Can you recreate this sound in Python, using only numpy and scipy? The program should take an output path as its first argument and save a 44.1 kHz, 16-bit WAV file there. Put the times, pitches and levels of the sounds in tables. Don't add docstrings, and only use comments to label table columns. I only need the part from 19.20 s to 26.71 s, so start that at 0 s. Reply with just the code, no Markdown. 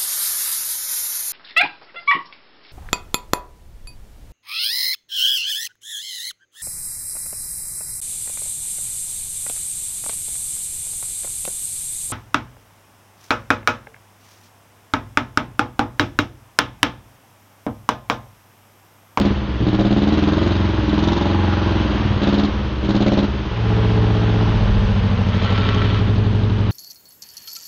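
import sys
import numpy as np
from scipy import signal
from scipy.fft import rfft, irfft, next_fast_len
from scipy.io import wavfile
from scipy.ndimage import uniform_filter1d, minimum_filter1d

SR = 44100
rng = np.random.default_rng(int(sys.argv[2]) if len(sys.argv) > 2 else 0)


def volts(x):
    e = np.asarray(x, float) / 20
    return 10 ** e


def bounce(signal):
    frames = np.transpose(np.atleast_2d(signal))
    limited = np.clip(frames, -1, 1)
    pcm = np.round(limited * 32767).astype(np.int16)
    wavfile.write(sys.argv[1], SR, pcm)


N = 331191
LEAD = int(.2 * SR)

# time in seconds, four-stroke cycles per second.
CRANK_SPEED = [(0.0, 18.234), (0.088, 18.632), (0.366, 15.377), (0.702, 17.267), (0.913, 19.672),
               (1.369, 22.337), (1.681, 20.382), (2.134, 22.564), (2.569, 21.399), (2.956, 17.813),
               (3.324, 19.264), (3.54, 16.074), (4.037, 18.626), (4.398, 15.71), (5.163, 15.536),
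               (5.849, 13.209), (6.869, 11.869), (7.52, 11.711)]
FIRING_POINTS = [
    0,
    .265,
    .52,
    .76,
]
# opens in seconds, shuts in seconds, load in dB on opening,
# load in dB on shutting, second cylinder in dB.
THROTTLE_OPENINGS = [(-.1, 0.094, 1.5, -1.5, -10.5), (0.448, 1.332, -1, -5.5, -6.5),
                     (1.3, 1.605, -6, -6, -9), (1.586, 1.913, -5, -4, -16.5), (1.94, 2.424, -6, -6, -9.5),
                     (2.435, 2.986, -5.5, -7, -8.5), (3.044, 3.257, -1, -2, -20),
                     (3.672, 4.043, -2, -1.5, -14), (4.3, 4.5, -11, -9, 1), (4.495, 5.218, -2, -1, 5.5),
                     (5.188, 6.225, 0.5, -0.5, 5), (6.237, 7.61, 4, -0.5, 15)]
LAYER_RESPONSE = {"thud": (-28.5, 0.83, 0.5, 1, 2), "boom": (-19.5, 1.77, 0.5, 3, 1),
                  "growl": (-29, 2.5, 0.18, -14, 0.2), "bark": (-48, 2, 1.84, -4, -5.3),
                  "cool": (-47, 2.24, -0.05, 5, 1.5), "hot": (-52, 4.5, 2, -14, 4),
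                  "crack": (-48, 2.5, 1.9, 1.5, -5.5), "tail": (-50.5, 0.72, 1.58, -1, 1),
                  "soft": (-17.5, 4, 4.5, 5.5, 2), "rattle": (-31.5, 0.32, 0.66, 2.5, 0.16),
                  "puff": (-24.5, 2.5, 0.52, -8.5, -6.5)}
# centre in seconds, half length in seconds, change in dB, layer.
LAYER_SWELLS = [(0.483, 0.067, 6.5, "boom"), (2.86, 0.14, 7.5, "boom"), (0.94, 0.27, -4.5, "thud"),
                (3.378, 0.092, 0, "thud"), (5.81, 0.4, 5.5, "thud"), (6.55, 0.45, 1.5, "boom"),
                (2.09, 0.48, 10, "tail"), (2.35, 0.44, 3, "puff"), (2.81, 0.38, 3, "rattle"),
                (3.15, .12, -0.5, "puff"), (0.5, .1, -6, "crack"), (1.2, 0.12, 0, "growl"),
                (3.4, 0.13, -7, "bark"), (.47, 0.063, -15, "crack"), (0.39, 0.17, -6.5, "puff"),
                (0.38, 0.051, -14, "tail"), (0.5, 0.15, -6.5, "thud"), (0.22, 0.17, 2, "bark"),
                (.22, 0.097, 0, "hot"), (0.3, 0.17, 3, "growl"), (.62, .08, 15, "crack"),
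                (3.9, 0.16, 10, "crack"), (3.4, 0.35, 1.5, "growl"), (5.6, .2, 4, "growl"),
                (0.96, 0.18, -8, "thud"), (2, 0.086, -4.5, "boom"), (1.6, 0.069, -6, "growl"),
                (3.6, 0.087, -3, "tail"), (1.4, 0.17, 5, "puff"), (5.5, 0.11, 3.5, "boom"),
                (5.95, .15, 2, "boom"), (5.7, 0.083, -1, "growl"), (4.3, 0.07, 1.5, "thud"),
                (1.85, .12, -0.5, "crack"), (6.9, 0.16, 2, "boom"), (7.2, 0.37, -2.5, "rattle")]

# frequency in Hz, width in Hz, then level in dB
THUD_MODES = [(35.5, 5.4, -21.5, -17.5, 7, 9.8), (43.7, 16, -8.5, -18, 7, 3.4),
              (63.6, 5.4, 13.5, 7.5, 6, 2.5), (73.16, 2.4, 6, -7.5, -2.5, 3)]
BOOM_MODES = [(92.9, 3.76, 6.2, 10, -2, 2.5), (107.95, 4.27, 0.5, 3.5, 6, 7),
              (116, 21.2, 2.6, -1.5, -41, -27.5)]
GROWL_MODES = [(141.5, 4, 16, 12, -7, -6), (173.5, 20.2, 10, 7.8, 29, 19),
               (203.1, 13.9, 18.5, 22.3, 16, 17), (231, 3.6, -1.5, 15, 15, 13.5)]
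BARK_MODES = [(289, 19, 22.9, 27.5, 24, 24.4), (340.5, 8.7, 21.2, 27, 17.7, 18.4),
              (383.3, 14, 31.7, -1.5, 6.7, 9.9), (422, 7.2, 12, 5, 24, 25.3),
              (424, 9.1, 5.2, 4.5, 14.4, 12)]
CRACK_MODES = [(495, 17, 1.8, 2.5, -5, 2), (557.3, 33, 13.7, 18, 9.5, 6), (611, 28, 9.1, 7, 16.5, -7.5),
               (729, 21, 7.2, 2, 1, -11.5)]
TAILPIPE_MODES = [(827, 50, 4.9, 2.1, 14.3, 9.7), (950, 21, 1.1, 0.9, 1, 1)]
COOL_GAS_MODES = [(305.7, 22.4, 28.6, 29.7, 13.5, 12.6)]
HOT_GAS_MODES = [(334.6, 14, 34, 18, 5.9, 8), (359, 4.9, 6.1, 4.6, 3, 3)]
# time in seconds, index of the level column above.
MICROPHONE_PLACES = [
    (.85, 0),
    (1.05, 1),
    (2.85, 1),
    (3.0, 0),
    (4.25, 0),
    (4.35, 2),
    (5.4, 2),
    (6.2, 3),
]

# frequency in Hz, width in Hz, level in dB, polarity.
AFAR_MODES = [(35.0, 5.0, -23.9, 1), (59.6, 5.0, -36.0, -1), (81.2, 5.0, -29.7, -1), (99.0, 5.0, -21.7, 1),
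              (100.8, 19.4, -22.4, -1), (124.2, 10.7, -28.5, 1), (189.0, 90.0, -36.3, -1),
              (208.7, 15.7, -22.2, 1), (232.1, 11.5, -31.5, 1), (283.3, 19.0, -31.6, 1),
              (308.1, 22.7, -29.3, 1), (353.8, 7.3, -38.5, -1), (379.3, 7.3, -37.2, 1),
              (437.0, 23.5, -44.5, -1)]
MOUTH_MODES = [(41, 34.1, -32.2, -1), (62.9, 10.1, -21.8, 1), (74.1, 37.5, -21.3, -1),
               (114.9, 6.7, -18.1, 1), (135.5, 7.5, -33.7, 1), (161, 9.9, -33.8, -1), (219.7, 25, -30.8, 1),
               (251.4, 5, -48.4, -1), (297.1, 19.9, -27.2, 1), (294.4, 23, -27.8, -1),
               (349.5, 20, -41.7, 1), (437.8, 9, -35, 1), (405, 12, -42, -1)]
WALKING_MODES = [(35.0, 11.6, -28.1, 1), (55.6, 5.2, -25.6, 1), (81.9, 11.4, -20.6, 1),
                 (87.4, 49.9, -18.0, -1), (113.8, 34.9, -19.2, 1), (125.8, 11.4, -25.6, -1),
                 (189.0, 82.8, -35.0, -1), (209.6, 42.6, -28.4, 1), (241.7, 6.7, -42.7, -1),
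                 (284.1, 5.0, -49.9, 1), (324.5, 42.9, -47.0, 1), (381.8, 5.7, -47.6, 1),
                 (424.9, 35.1, -40.3, 1), (436.4, 46.6, -40.7, -1)]
BESIDE_MODES = [(36.8, 5.0, -31.9, -1), (58.3, 5.5, -27.4, -1), (71.8, 6.9, -27.6, -1),
                (102.6, 38.1, -24.0, -1), (106.7, 7.9, -14.9, 1), (128.1, 14.2, -27.2, 1),
                (184.0, 45.0, -30.8, 1), (214.0, 7.1, -28.5, -1), (236.1, 5.4, -32.4, -1),
                (277.5, 24.8, -43.9, 1), (319.8, 19.1, -47.2, -1), (365.9, 9.7, -45.1, -1),
                (419.8, 19.2, -33.2, -1), (425.3, 25.5, -36.8, 1)]
AFAR_PULSES = [(1.0, 0.0), (0.82, 0.001), (0.07, 0.002), (0.08, 0.015)]
MOUTH_PULSES = [(1.0, 0.0), (1.11, 0.003), (0.35, 0.015), (0.45, 0.037)]
WALKING_PULSES = [(1.0, 0.0), (0.9, -0.0), (0.31, 0.034), (0.55, 0.047)]
BESIDE_PULSES = [(1.0, 0.0), (1.19, 0.004), (0.23, 0.04), (0.48, 0.06)]
# lower limit in Hz, then gain in dB.
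UPPER_MODES_HZ = [245, 245, 150, 245]
UPPER_MODES_DB = [1.5, 2, 4.2, 4.1]
# time in seconds, set (0 light load, 1 afar, 2 mouth, 3 walking, 4 beside).
RINGING_SET = [(.09, 1), (.11, 0), (.445, 0), (.462, 1), (.95, 1), (1.05, 0), (2.995, 0), (3.012, 1),
               (3.275, 1), (3.3, 0), (3.655, 0), (3.68, 1), (4.06, 1), (4.085, 0), (4.27, 0), (4.4, 2),
               (5.33, 2), (5.5, 3), (6.22, 3), (6.4, 4)]
# time in seconds, level in dB.
SHARP_PULSE_LEVEL = [(0, 4.2), (.47, 2.5), (.6, 4.5), (.8, 3), (3.03, -2), (3.075, 4), (3.25, 1.7),
                     (3.3, 0), (3.7, 1.6), (4.0, 4), (4.2, -9), (4.36, -6.5), (4.52, 1), (4.95, 1.8),
                     (5.3, 1.8), (5.6, 2), (5.9, 3), (6.25, 1), (6.6, 3.2), (7.5, 0.4)]

# frequency in Hz, density in dB per Hz.
VALVE_SPECTRUM = [(350, -5), (600, -4.5), (690, -9.5), (837, -9), (922, -7), (1020, -6), (1130, -8.5),
                  (1590, -11), (2220, -16), (3130, -13), (6160, -32.5), (7800, -44.5), (10100, -91.5),
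                  (17200, -120)]
GAS_SPECTRUM = [(410, -15.5), (700, -1), (759, -15), (856, -3), (976, -25.5), (1100, -8.5), (2060, -19),
                (3850, -9.5), (6120, -34.5), (7800, -23), (10100, -71.5), (17200, -120)]
# centre in seconds, half length in seconds, frequency in Hz, width in Hz, level in dB.
JET_WHISTLES = [(1.82, 0.073, 2800, 430, -37.5), (1.97, 0.089, 3600, 350, -40.5),
                (2.6, 0.067, 3100, 400, -46.5), (2.36, 0.096, 1300, 130, -35),
                (3.88, 0.011, 2100, 200, -33), (1, .1, 2700, 410, -44), (1.15, .2, 1250, 310, -35),
                (4.3, 0.045, 900, 250, -48), (1.9, 0.095, 930, 260, -31), (6.02, 0.39, 465, 39, -34.5),
                (2.5, .012, 1050, 200, -22), (6.2, .15, 200, 38, -27), (3.87, .17, 420, 120, -28)]
# time in seconds, level in dB.
DRAG_LEVEL = [
    (6.05, -47),
    (6.16, -34),
    (6.3, -31.5),
    (6.46, -28.5),
    (6.62, -30.5),
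    (6.772, -32.5),
    (6.83, -46),
    (6.9, -40),
]
# frequency in Hz, width in Hz, level in dB.
METAL_MODES = [(1125, 14, -2), (1206, 14, -8), (1340, 24, 1.5), (1530, 25, -9), (1805, 20, -10),
               (1954, 25, -11), (2340, 60, -13), (2595, 25, -12), (2934, 40, -10), (3020, 35, -6),
               (3214, 50, -5), (3490, 30, -7), (3704, 25, -12)]
# frequency in Hz, chance as a fraction.
BAND_LOSS = [(4500, 0), (5000, .07), (5500, .22), (5800, .04), (6400, .1), (6700, .05), (6870, .75),
             (7100, .15), (7600, .7), (8000, .12), (8500, .7)]


def rms_one(x):
    return x / np.sqrt(np.mean(x ** 2) + 1e-20)


def in_time(rows):
    s, *columns = np.transpose(rows)
    return [np.interp(np.arange(N) / SR, s, c) for c in columns]


def swell(centre_s, half_s):
    return np.exp(-((np.arange(N) / SR - centre_s) / half_s) ** 2)


def early(curve):
    return np.pad(curve, (LEAD, 0), mode="edge")


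def lowpass(x, hz):
    return signal.sosfilt(signal.butter(2, min(hz, .4 * SR), fs=SR, output="sos"), x)


def resonate(x, modes):
    out = 0
    for hz, width, db in modes:
        r = np.exp(-np.pi * width / SR)
        zeros = [(1 - r * r) / 2, 0, (r * r - 1) / 2]
        poles = [1, -2 * r * np.cos(2 * np.pi * hz / SR), r * r]
        out = out + volts(db) * signal.lfilter(zeros, poles, x)
    return out


def even(x, span_s):
    size = int(span_s * SR)
    return x / np.sqrt(uniform_filter1d(uniform_filter1d(x ** 2, size), size) + 1e-12)


def coloured(spectrum):
    hz, db = np.transpose(spectrum)
    grid = np.fft.rfftfreq(N, 1 / SR) + 1
    shape = volts(np.interp(np.log(grid), np.log(hz), db, -60, -90))
    return rms_one(irfft(rfft(rng.standard_normal(N)) * shape, N))


def crank():
    flywheel_s = .1
    return uniform_filter1d(in_time(CRANK_SPEED)[0], int(flywheel_s * SR), mode="nearest")


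def firings(jitter_s, spread_db):
    cycle = np.cumsum(early(crank())) / SR
    cycle += .05 - cycle[LEAD]
    turns = np.arange(int(cycle[0]) - 1, int(cycle[-1]) + 1)
    chance = rng.standard_normal((len(turns), 8))
    size = N + LEAD
    trains = np.full((4, size), 1e-18)
    for k, point in enumerate(FIRING_POINTS):
        at = np.interp(turns + point, cycle, np.arange(size), 0, size - 1)
        at = at + jitter_s * SR * chance[:, k]
        trains[k, np.clip(at, 0, size - 1).astype(int)] = volts(spread_db * chance[:, 4 + k])
    trains[:, :20] = trains[:, -20:] = 0
    return trains


def throttle():
    opening_db_per_s, closing_db_per_s, balance_s = 109.5, 136, 0.0083
    t = np.arange(N) / SR
    load_db = np.full(N, -8.)
    second_db = np.full(N, -2.)
    for opens, shuts, first_db, last_db, balance_db in THROTTLE_OPENINGS:
        db = np.interp(t, [opens, shuts], [first_db, last_db])
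        db -= opening_db_per_s * np.maximum(opens - t, 0)
        db -= closing_db_per_s * np.maximum(t - shuts, 0)
        second_db = np.where(db > load_db, balance_db, second_db)
        load_db = np.maximum(db, load_db)
    return load_db, uniform_filter1d(second_db, int(balance_s * SR))


def nearness():
    step_closer_s = 4.3
    return np.clip((np.arange(N) / SR - step_closer_s) / .1 + .5, 0, 1)


def layer_levels():
    usual_speed = 18
    full_overrun = 0.43
    load_db, second_db = throttle()
    speed, near = crank(), nearness()
    overrun = np.clip(-np.gradient(speed) * SR / full_overrun, 0, 1)
    layer_db = {"second": second_db}
    for layer, (db, share, db_per_cycle, near_db, overrun_db) in LAYER_RESPONSE.items():
        engine_db = db + share * load_db + db_per_cycle * (speed - usual_speed)
        layer_db[layer] = engine_db + near_db * near + overrun_db * overrun
    for s, half_s, db, layer in LAYER_SWELLS:
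        layer_db[layer] += db * swell(s, half_s)
    return layer_db


def pipe(x, modes):
    s, place = np.transpose(MICROPHONE_PLACES)
    shares = [np.interp(np.arange(N) / SR, s, place == k) for k in range(4)]
    mixes = np.zeros((4, N))
    for hz, width, *place_db in modes:
        mixes += volts(np.array(place_db))[:, None] * resonate(x, [(hz, width, 0)])[LEAD:]
    return np.sum(shares * mixes, axis=0)


def heard(place):
    s, places = np.transpose(RINGING_SET)
    return np.interp(np.arange(N) / SR, s, places == place)


def close_pipe(trains):
    # modes, cylinders, cycles per s there, s early
    places = [(AFAR_MODES, AFAR_PULSES, 18, .0012), (MOUTH_MODES, MOUTH_PULSES, 15.5, -.0006),
              (WALKING_MODES, WALKING_PULSES, 13.3, -.0005), (BESIDE_MODES, BESIDE_PULSES, 12, .0007)]
    out = 0
    for k, (modes, cylinders, speed, early_s) in enumerate(places):
        pulses = 0
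        for train, (strength, cycles) in zip(trains, cylinders):
            pulses = pulses + strength * np.roll(train, -int((cycles / speed + early_s) * SR))
        ring = 0
        for hz, width, db, polarity in modes:
            bite_db = UPPER_MODES_DB[k] * (hz > UPPER_MODES_HZ[k])
            ring = ring + polarity * resonate(pulses, [(hz, width, db + bite_db)])
        out = out + heard(k + 1) * ring[LEAD:]
    return volts(63.3 + in_time(SHARP_PULSE_LEVEL)[0]) * lowpass(out, 1600)


def exhaust(trains, layer_db):
    second_db = early(layer_db["second"])
    soft = volts(early(layer_db["soft"])) * lowpass(trains[2] + volts(-1.0) * trains[3], hz=368)
    wall = volts(-5) * swell(5.53, .2)
    groups = [("thud", THUD_MODES, 110, 1.01), ("boom", BOOM_MODES, 170, 1.01),
              ("growl", GROWL_MODES, 330, .8), ("bark", BARK_MODES, 650, .35),
              ("cool", COOL_GAS_MODES, 650, .35), ("hot", HOT_GAS_MODES, 650, .35),
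              ("crack", CRACK_MODES, 700, .25), ("tail", TAILPIPE_MODES, 1100, .35)]
    out = 0
    for layer, modes, front_hz, share in groups:
        pulses = trains[0] + volts(share * second_db) * trains[1] + soft
        ring = pipe(lowpass(pulses, front_hz), modes)
        if modes[0][0] < 450:
            ring = ring * (heard(0) + (layer == "thud") * wall)
        out = out + volts(layer_db[layer]) * ring
    gap = out - resonate(out, [(453, 226, -6.5), (240, 4.5, -4.5)])
    placed = gap + nearness() * (out - gap)
    return -volts(64.0) * placed + close_pipe(trains)


def jet_whistles(gate):
    noise = rng.standard_normal(N)
    out = 0
    for s, half_s, hz, width, db in JET_WHISTLES:
        out = out + volts(db) * swell(s, half_s) * rms_one(resonate(noise, [(hz, width, 0)]))
    return gate * out


def hiss(trains, layer_db):
    echo_s, decay_s = 0.0083, 0.01
    echo = np.roll(trains[0] + trains[1], int(echo_s * SR))
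    blows = volts(1.3) * trains[0] + trains[1] + 0.089 * echo
    gate = rms_one(signal.lfilter([1], [1, -np.exp(-1 / (decay_s * SR))], lowpass(blows, hz=500)))
    flutter = volts(0.25 * rms_one(lowpass(rng.standard_normal(N), hz=40.3)))
    rattle = volts(layer_db["rattle"] + 2.0) * flutter * coloured(VALVE_SPECTRUM)
    puffs = volts(layer_db["puff"] - 2.0) * gate * coloured(GAS_SPECTRUM)
    return rattle + puffs + jet_whistles(gate)


def rumble():
    return volts(-42) * coloured([(25, -17.0), (60, -29.0), (200, 16.5), (500, -2.0), (700, -28.5)])


def drag():
    grains_per_s = 2500
    hits = rng.random(N) < grains_per_s / SR
    grains = rng.standard_normal(N) * hits * volts(2.0 * rng.exponential(1, N))
    scrape = signal.sosfilt(signal.butter(2, [1000, 4200], "band", fs=SR, output="sos"), grains)
    metal = rms_one(resonate(grains, METAL_MODES)) + .9 * rms_one(scrape)
    dull = lowpass(lowpass(metal, hz=4240), hz=4240)
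    before, after = (DRAG_LEVEL[0][0] - .03, -70), (DRAG_LEVEL[-1][0] + 0.013, -70)
    level_db = in_time([before] + list(DRAG_LEVEL) + [after])[0]
    return volts(level_db + 2.0) * even(dull, 0.11)


def workshop(x):
    size = next_fast_len(N + SR)
    hz = np.fft.rfftfreq(size, 1 / SR)
    t60 = .3 / (1 + hz / 3000)
    echoes = 0
    for k, lag in enumerate(rng.uniform(0.022, 0.065, 8)):
        loop = volts(-60 * lag / t60) * np.exp(-2j * np.pi * hz * lag)
        echoes = echoes + (-1) ** k * loop / (1 - loop)
    above_bass = hz ** 2 / (hz ** 2 + 300 ** 2)
    return irfft(rfft(x, size) * echoes * above_bass, size)[:N]


def scene():
    trains = firings(jitter_s=.00006, spread_db=.7)
    layer_db = layer_levels()
    noises = hiss(trains[:, LEAD:], layer_db) + drag()
    pulses = exhaust(trains, layer_db)
    reverberation = volts(-15) * workshop(noises + volts(-8) * pulses)
    return (pulses + rumble() + noises + reverberation)[None]


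def dropouts(x):
    hz, _, cells = signal.stft(x, SR, nperseg=1024)
    band, slot = np.arange(len(hz)) // 3, np.arange(cells.shape[-1]) // 4
    draws = minimum_filter1d(rng.random((band[-1] + 1, slot[-1] + 1)), size=2)
    lost = draws[band][:, slot] < np.interp(hz, *np.transpose(BAND_LOSS))[:, None] / 2
    return signal.istft(cells * np.where(lost, volts(-24), 1), SR)[1][:, :N]


def roll_off(x):
    return signal.sosfilt(signal.butter(12, 9020, fs=SR, output="sos"), x)


def record(dry):
    overload, headroom_db_per_db, loud_db, memory_s = .41, .55, -15.5, .07
    keep = np.exp(-1 / (memory_s * SR))
    power = np.minimum(dry ** 2, overload ** 2)
    recent = signal.lfilter([1 - keep], [1, -keep], power, zi=[[volts(2 * loud_db)]])[0]
    headroom_db = np.clip(headroom_db_per_db * (loud_db - 10 * np.log10(recent)), 0, 3)
    top = overload * volts(headroom_db)
    flat = dry / (1 + np.abs(dry / top) ** 8) ** (1 / 8)
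    edge = signal.ellip(8, .5, 70, 6750, fs=SR, output="sos")
    cut = signal.sosfilt(edge, flat, zi=overload * signal.sosfilt_zi(edge)[:, None])[0]
    shelf = signal.sosfilt(signal.butter(6, [6900, 7500], "band", fs=SR, output="sos"), flat)
    bass = lowpass(lowpass(cut, hz=200), hz=200)
    image = volts(-53) * bass * np.cos(2 * np.pi * 8000 * np.arange(N) / SR)
    mix = dropouts(cut + volts(-12.5) * shelf + image)
    return roll_off(mix)


dry = scene()
out = record(dry)
bounce(out)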